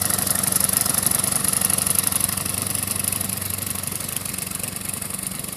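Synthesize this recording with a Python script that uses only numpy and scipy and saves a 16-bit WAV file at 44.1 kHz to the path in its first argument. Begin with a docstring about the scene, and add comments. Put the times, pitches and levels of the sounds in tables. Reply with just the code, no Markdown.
"""Lean mower driving away

On a lawn, a small four-stroke mower engine runs lean and draws away from one microphone point.
About every other cycle fails to fire. Each exhaust stroke thumps in the muffler, rattles its shell
and blows a hissing jet through the outlet, whose plate rings. The blade hums and roars under the deck;
late on, a chip ticks against it. Pulses, shaped noise, resonators and two sines make these sounds."""
import sys
import numpy as np
from scipy import signal
from scipy.io import wavfile
from scipy.ndimage import uniform_filter1d, map_coordinates

SR = 44100
rng = np.random.default_rng(int(sys.argv[2]) if len(sys.argv) > 2 else 0)


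def attenuation_scalar(level_db):
    """Turn a level in dB into a linear amplitude multiplier (20 dB per decade)."""
    decades = np.asarray(level_db, float) / 20
    return 10 ** decades


def dump(signal):
    """Clip the signal to [-1, 1] and save it as 16-bit WAV at the path in sys.argv[1]."""
    limited = np.clip(np.atleast_2d(signal).T, -1, 1)
    pcm = np.round(limited * 32767).astype(np.int16)
    wavfile.write(sys.argv[1], SR, pcm)


N = 245195  # samples

# The mower draws away and turns: t/s, loss as level/dB, turned away [0-1]
DRAWING_AWAY = [(0, 0.0, 0.27), (.5, -0.65, 0.24), (.9, 0.5, 0.3), (1.4, -0.2, 0.37), (2.15, -0.9, 0.47),
                (2.4, -3.5, 0.52), (3.2, -5, 0.58), (3.5, -7.5, 0.65), (4.1, -7.5, 0.66), (4.5, -8.5, 0.75),
                (5.1, -9.5, 0.63), (5.56, -9.5, 0.7)]
# The governor hunts: t/s, rate [exhaust strokes per s]
STROKE_RATE = [(0, 23.85), (.4, 23.81), (.75, 23.63), (1.35, 23.92), (2.1, 23.63), (2.7, 24.02),
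               (3.1, 23.85), (3.4, 24.06), (3.9, 23.75), (4.15, 23.96), (4.3, 23.45), (4.65, 23.26),
               (4.82, 24.03), (5.15, 23.64), (5.56, 23.55)]
# Firing and misfire take turns, but these strokes repeat the one before: t/s
REPEATED_STROKES = [.733, .818, 1.197, 1.406, 2.625, 2.834, 3.377, 4.172, 4.256, 4.384, 4.513, 4.684, 4.853,
                    5.231, 5.401, 5.485, 5.528]
# Strokes whose jet stands out, loud or faint: t/s, level/dB against its neighbours
ODD_JETS = [(.018, 2), (.144, 5), (.606, 4), (.649, 5.5), (.733, 2.5), (.775, 7.5), (.818, 6), (.987, -1),
            (1.029, -4), (1.071, 3.5), (1.155, 8), (1.197, -7), (1.406, -17), (1.574, 5), (1.658, 5),
            (1.742, 2.5), (1.868, 1), (1.995, 11), (2.037, -3), (2.079, 7.5), (2.248, 6), (2.542, -3.5),
            (3.085, 6), (3.127, 3), (3.169, 5), (3.211, 3.5), (3.336, 5), (3.377, -9), (3.544, 0),
            (3.795, -0.5), (3.963, 1.5), (4.172, 8), (4.214, -6), (4.727, -6.5), (4.811, -7), (4.853, 2.5),
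            (4.936, 4.5), (5.02, 2), (5.273, 5), (5.485, -1.5), (5.528, 3.5)]
# The blade hum wavers: t/s, tone level/dB, octave level/dB
BLADE_HUM = [(0, -37, -40.5), (.55, -45.5, -37), (.95, -43, -43), (1.4, -48, -39), (1.7, -42, -38.5),
             (2.2, -42.5, -44.5), (2.4, -39, -40), (3.15, -40, -45), (3.3, -39, -36), (3.45, -37.5, -50.5),
             (3.75, -40.5, -43), (4, -43.5, -58), (4.4, -48.5, -42), (5.05, -48.5, -47.5),
             (5.3, -70, -38.5), (5.56, -59, -58)]
# Colour of the deck roar, side on and then turned away: f/Hz, relative level/dB per Hz
ROAR_COLOURS = ([(210, 0.5), (300, 7), (370, -1), (560, 1), (820, 0), (949, -1), (1320, -10), (1590, -13),
                 (1880, -3.5), (2200, -18.5), (3740, -3.5), (5190, -9), (6760, -5), (8810, -0.5),
                 (10600, 2.5), (13000, -5), (14500, -11.5)], [(210, 8.5), (300, 9), (360, 0.5), (450, 5),
                 (604, -0.5), (878, -7), (1090, 1), (1490, 1), (1940, -3), (2170, 11), (2420, -14),
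                 (2610, -13), (3460, -10), (4650, -2.5), (6400, -8.5), (9820, -3), (14500, -6)])
# Colour of the jet, side on and then turned away: f/Hz, relative level/dB per Hz
JET_COLOURS = ([(1760, -38), (3000, -34), (3750, -35), (4060, -17), (4400, -20), (5150, -10.5),
                (5990, -9.5), (7850, -8.5), (8840, -7), (10600, 7), (13000, -7), (14100, -13),
                (15000, -20.5)], [(1760, -8.5), (3000, -4.5), (3450, -11), (4230, -9.5), (5950, -11),
                (6880, -6.5), (7550, -6), (8170, -5.5), (8960, -3.5), (9890, 2), (11700, -4.5),
                (12600, -1.5), (14500, -4.5)])
# The bright band of the hiss wanders as the mower turns: t/s, f/Hz, lift as level/dB
BRIGHT_BAND = [(0.1, 10500, 0.5), (0.98, 10600, 2.5), (1.29, 10050, 5), (2.23, 10800, 4), (2.5, 9600, 3.5),
               (3.68, 11800, 2.5), (4.17, 9300, 2), (5.27, 9500, 5.5), (5.45, 10600, 3)]
# A hollow below the bright band drifts and deepens: t/s, f/Hz, depth as level/dB
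DRIFTING_HOLLOW = [(0, 6700, 2), (1.1, 6800, 1), (1.6, 6740, -1), (2.9, 6760, 6), (3.5, 6070, 7),
                   (4, 6140, 0.5), (5.1, 6000, 12), (5.56, 6170, 5)]
# Shell rattle of a fired and of a missed stroke: t/ms after the stroke mark, rise/ms, fall/ms, level/dB
FIRED_BURSTS = [(-14, 1, 3.1, 6.5), (-4.5, 1, 6.9, -0.5), (3.5, 1, 5.6, 0.5)]
MISSED_BURSTS = [(-6, 0.15, 5.8, 2.1), (3, 0.28, 2.8, 5.9)]
# Resonances of the shell: f/Hz, width/Hz, side-on level/dB, turned-away level/dB
SHELL_MODES = [(464, 31, -5, -6), (704, 130, -1, -4), (1101, 148, -2, 3), (1339, 102, 7, -2.5),
               (1862, 94, 6, -4.5), (2080, 220, -5.5, -1.5), (2590, 285, -7.5, 4),
               (3350, 1100, -10.5, -1.5), (3910, 470, -3.5, 2.5), (5050, 1600, -5.5, -5.5)]
# Rings of the outlet plate slide as the mower turns: t/s, f/Hz, level/dB against the jet
PLATE_LOW = [(0, 2570, -36), (1.2, 2720, -32), (1.5, 2770, -26), (2.15, 2750, -20.5), (2.5, 2640, -20),
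             (3.2, 2600, -19.5), (3.7, 2640, -20), (4.4, 2590, -17), (5, 2580, -21), (5.56, 2590, -21.5)]
PLATE_HIGH = [(0, 5200, -23), (.6, 5180, -23.5), (1.05, 5200, -18), (1.3, 5300, -30), (1.6, 5250, -26),
              (1.9, 5200, -28), (2.1, 5080, -23), (2.4, 5020, -22.5), (3.2, 4960, -21), (3.6, 4980, -27),
              (4.4, 4970, -26), (5.56, 4970, -32)]
# Muffler pulses of every push, of the blowdown of a firing and of the gas sucked back by a misfire:
# t/ms after the stroke mark, f/Hz, t60/s, level/dB, sign
PUSH_PULSES = [(3.2, 154, .048, -1, 1), (.7, 224, .026, 0, -1)]
BLOWDOWN_PULSES = [(-7.7, 171, .059, 1.5, -1), (-17.1, 225, .108, -6, -1), (-17, 700, .03, -8, 1)]
BACKFLOW_PULSES = [(-6.3, 278, .116, -9.5, 1), (-4.3, 127, .01, 7, -1), (-5, 650, .012, -6, -1)]
# A chip strikes the deck: t/s, level/dB before the band-pass, f/Hz
CHIP_STRIKE = [(4.1643, -19.5, 2660), (4.1646, -18.5, 3080)]


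def in_time(rows):
    """Columns of a curve, interpolated at every sample."""
    s, *columns = np.transpose(rows)
    return [np.interp(np.arange(N) / SR, s, column) for column in columns]


def rms_one(x):
    """Scale to unit rms."""
    return x / np.sqrt(np.mean(x ** 2) + 1e-20)


def lowpass(x, order, cutoff_hz):
    """Butterworth low-pass."""
    return signal.sosfilt(signal.butter(order, cutoff_hz, fs=SR, output="sos"), x)


def bandpass(x, low_hz, high_hz):
    """Butterworth band-pass."""
    return signal.sosfilt(signal.butter(2, [low_hz, high_hz], "band", fs=SR, output="sos"), x)


def clicks(s, size):
    """Impulses at the given times."""
    out = np.full(N, 1e-18)
    at = np.round(s * SR).astype(int)
    inside = (at >= 0) & (at < N)
    out[at[inside]] += (size * np.ones(len(at)))[inside]
    return out


def ring(x, hz, t60):
    """A unit click sets a decaying sine of starting height 1 ringing."""
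    r, w = attenuation_scalar(-60 / (t60 * SR)), 2 * np.pi * hz / SR
    return signal.lfilter([0, np.sin(w)], [1, -2 * r * np.cos(w), r * r], x)


def swell(s, size, rise_ms, fall_ms):
    """Envelopes that peak at the given times, growing and dying exponentially."""
    x = clicks(s, size)
    up, down = np.exp(-1000 / (SR * np.array([rise_ms, fall_ms])))
    after = signal.lfilter([1], [1, -down], x)
    before = signal.lfilter([0, up], [1, -up], x[::-1])[::-1]
    return after + before


def flutter(rate_hz, depth_db):
    """Fast random gain of turbulence."""
    return attenuation_scalar(depth_db * rms_one(lowpass(rng.standard_normal(N), 2, rate_hz)))


def coloured(spectra, turned, patchy_db):
    """Noise of rms 1 passing from side-on to turned-away colour, in flickering patches."""
    hz, s, frames = signal.stft(rng.standard_normal(N), SR, nperseg=512)
    at = np.minimum(s * SR, N - 1).astype(int)
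    hz = np.maximum(hz, 1)[:, None]
    side_on, away = (np.interp(np.log(hz), np.log(f), db) for f, db in map(np.transpose, spectra))
    bright_hz, lift_db = in_time(BRIGHT_BAND)
    hollow_hz, depth_db = in_time(DRIFTING_HOLLOW)
    db = side_on + turned[at] * (away - side_on)
    db += lift_db[at] * np.exp(-((hz - bright_hz[at]) / 1570) ** 2)  # width/Hz
    db -= depth_db[at] * np.exp(-((hz - hollow_hz[at]) / 520) ** 2)
    # each patch spans about 3 bins and 4 frames
    grid = np.indices(db.shape) / [[[3]], [[4]]]
    patches = map_coordinates(rng.standard_normal(db.shape), grid, order=1)
    gain = attenuation_scalar(db + patchy_db * patches)
    gain /= np.sqrt(np.mean(attenuation_scalar(db) ** 2, axis=0))  # even level from frame to frame
    return rms_one(signal.istft(frames * gain, SR, nperseg=512)[1][:N])


def strokes():
    """Exhaust stroke times, whether each fired, how far its jet stands out, and the running stroke count."""
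    rate, = in_time(STROKE_RATE)
    count, t = np.cumsum(rate) / SR, np.arange(N) / SR
    count -= np.interp(0.0182, t, count)  # t/s of the first stroke, itself a misfire
    s = np.interp(np.arange(int(count[-1]) + 1), count, t)

    def nearest(times):
        return np.abs(s[:, None] - times).argmin(axis=0)

    changes, odd_db = np.ones(len(s), int), np.zeros(len(s))
    changes[nearest(np.array(REPEATED_STROKES))] = 0
    odd_s, odd_level_db = np.transpose(ODD_JETS)
    odd_db[nearest(odd_s)] = odd_level_db
    fired = np.cumsum(changes) % 2 == 0
    return s, fired, odd_db, count


def blade(count):
    """Two blade tips, two turns a cycle: four passes for every stroke sound a tone and its octave."""
    tone_db, octave_db = in_time(BLADE_HUM)
    passes = 8 * np.pi * count  # phase in radians
    tone = attenuation_scalar(tone_db) * np.cos(passes - 2.25)
    octave = attenuation_scalar(octave_db) * np.cos(2 * passes + 0.2)
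    return np.sqrt(2) * (tone + octave)


def rumble():
    """Low churning of air under the deck."""
    return rms_one(bandpass(rng.standard_normal(N), 70, 330))


def deck_roar(turned):
    """Turbulent air under the deck: coloured noise with a fast random gain."""
    return flutter(rate_hz=62, depth_db=1.5) * coloured(ROAR_COLOURS, turned, patchy_db=3.5)


def shell(fired, missed, turned):
    """Knocks and noise bursts at the valve events ring the resonances of the sheet metal."""
    envelope, knocks = 0.56, 0  # the noise never quite stops between bursts
    for s, bursts in ((fired, FIRED_BURSTS), (missed, MISSED_BURSTS)):
        for ms, rise, fall, db in bursts:
            luck_db = 1.3 * rng.standard_normal(len(s))
            envelope = envelope + swell(s + ms / 1000, attenuation_scalar(db + luck_db), rise, fall)
            # a knock starts each burst, 15.5 dB against its noise
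            knocks = knocks + clicks(s + (ms - rise) / 1000, attenuation_scalar(db + 15.5))
    drive = envelope * rng.standard_normal(N) + knocks
    growl_db = 6.5 * (1 - turned)  # lift of the low resonances, gone when turned away
    out = 0
    for k, (hz, width, side_db, away_db) in enumerate(SHELL_MODES):
        r = np.exp(-np.pi * width / SR)
        poles = [1, -2 * r * np.cos(2 * np.pi * hz / SR), r * r]
        mode = signal.lfilter([(1 - r * r) / 2, 0, (r * r - 1) / 2], poles, drive)
        gain = attenuation_scalar(side_db + turned * (away_db - side_db) + growl_db * (hz < 800))
        sign = (-1) ** k  # neighbouring modes alternate in sign
        out = out + sign * gain * flutter(rate_hz=16, depth_db=1.5) * mode
    return rms_one(lowpass(out, 6, 5700))


def moving_ring(x, rows, width_hz):
    """A resonance whose centre slides: shift down, one-pole low-pass, shift back; white noise keeps its rms."""
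    hz, db = in_time(rows)
    turn = np.exp(2j * np.pi * np.cumsum(hz) / SR)
    r = np.exp(-np.pi * width_hz / SR)
    low = signal.lfilter([np.sqrt(2 - 2 * r * r)], [1, -r], x / turn)
    return attenuation_scalar(db) * np.real(turn * low)


def jet(s, fired, odd_db, turned):
    """Blowdown strikes suddenly; the piston push swells slowly and trails off; both ring the outlet plate."""
    luck = rng.standard_normal((len(s), 3))
    early = s - (6.63 + 0.63 * luck[:, 1]) / 1000  # blowdown, ms ahead of the mark with jitter
    late = s + (0.74 + 0.69 * luck[:, 1]) / 1000   # push after a misfire, ms behind it

    def flow(odd_share):
        """Envelope of the gas flow."""
        db = odd_share * odd_db + 1.1 * luck[:, 0]
        envelope = swell(early, fired * attenuation_scalar(-7.5 + db), rise_ms=0.56, fall_ms=1.74)
        envelope += swell(s, fired * attenuation_scalar(-14 - 2.5 * luck[:, 2]), rise_ms=3.4, fall_ms=4.3)
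        envelope += swell(late, ~fired * attenuation_scalar(-9.5 + db), rise_ms=2.4, fall_ms=3.9)
        return uniform_filter1d(envelope, size=80)  # the valve stays open a moment: rounded tops

    hiss = attenuation_scalar(-2.0) * coloured(JET_COLOURS, turned, patchy_db=1.5)
    dull = signal.sosfiltfilt(signal.butter(2, 8900, fs=SR, output="sos"), hiss)
    bright = hiss - dull
    drive = (flow(odd_share=0.4) + attenuation_scalar(-36.5)) * rng.standard_normal(N)
    plate = 0
    for rows, width_hz in ((PLATE_LOW, 110), (PLATE_HIGH, 160)):
        plate = plate + moving_ring(drive * flutter(rate_hz=12, depth_db=1.76), rows, width_hz)
    # the duller part varies less from stroke to stroke than the bright hiss
    return flow(odd_share=1) * bright + flow(odd_share=0.41) * dull + plate


def deck_echo(x):
    """The steel deck under the engine returns a faint copy, 1.75 ms later and 17 dB down."""
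    return x + attenuation_scalar(-17) * np.roll(x, int(1.75 * SR / 1000))


def thumps(s, pulses, spread_db):
    """Each pulse rings briefly in the muffler volume, a little different every stroke."""
    luck = rng.standard_normal((len(s), len(pulses)))
    out = 0
    for k, (ms, hz, t60, db, sign) in enumerate(pulses):
        size = sign * attenuation_scalar(db + spread_db * luck[:, k])
        out = out + ring(clicks(s + ms / 1000, size), hz, t60)
    return out


def muffler(fired, missed):
    """Every stroke pushes; a firing adds the blowdown before it, a misfire sucks gas back."""
    out = thumps(np.r_[fired, missed], PUSH_PULSES, spread_db=1.3)
    out += thumps(fired, BLOWDOWN_PULSES, spread_db=2.2)
    out += thumps(missed, BACKFLOW_PULSES, spread_db=1.8)
    return lowpass(out, 2, 1200)


def tick():
    """A chip's short knock on the deck rings two of its modes."""
    knock = sum(ring(clicks(np.array([s]), attenuation_scalar(db)), hz, t60=0.014) for s, db, hz in CHIP_STRIKE)
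    return bandpass(knock, 2200, 3700)


def scene():
    """Engine and deck, heard from one point; the loss with distance is shared out layer by layer."""
    loss_db, turned = in_time(DRAWING_AWAY)
    turned = np.clip(turned, 0, 1)
    s, fired, odd_db, count = strokes()
    roar = attenuation_scalar(-30.5 + 0.56 * loss_db) * deck_roar(turned)
    rattle = attenuation_scalar(-32 + loss_db) * shell(s[fired], s[~fired], turned)
    exhaust = attenuation_scalar(loss_db) * jet(s, fired, odd_db, turned)
    low = attenuation_scalar(-25 + 0.45 * loss_db) * (muffler(s[fired], s[~fired]) + attenuation_scalar(-21.5) * rumble())
    # the blade hum follows its own level curve
    mono = deck_echo(roar + rattle + exhaust + tick()) + low + blade(count)
    return np.array([mono, mono])


def roll_off(x):
    """The treble ends steeply here."""
    return signal.sosfilt(signal.butter(12, 15950, fs=SR, output="sos"), x)


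def record(dry):
    """A single microphone on both channels: the recorder rounds peaks, and bass and top are cut."""
    mix = np.tanh(dry)  # saturates at full scale
    mix = signal.sosfilt(signal.butter(4, 56, "high", fs=SR, output="sos"), mix)
    mix = signal.sosfilt(signal.cheby2(12, 60, 15600, fs=SR, output="sos"), mix)
    return roll_off(mix)


dry = scene()
out = record(dry)
dump(out)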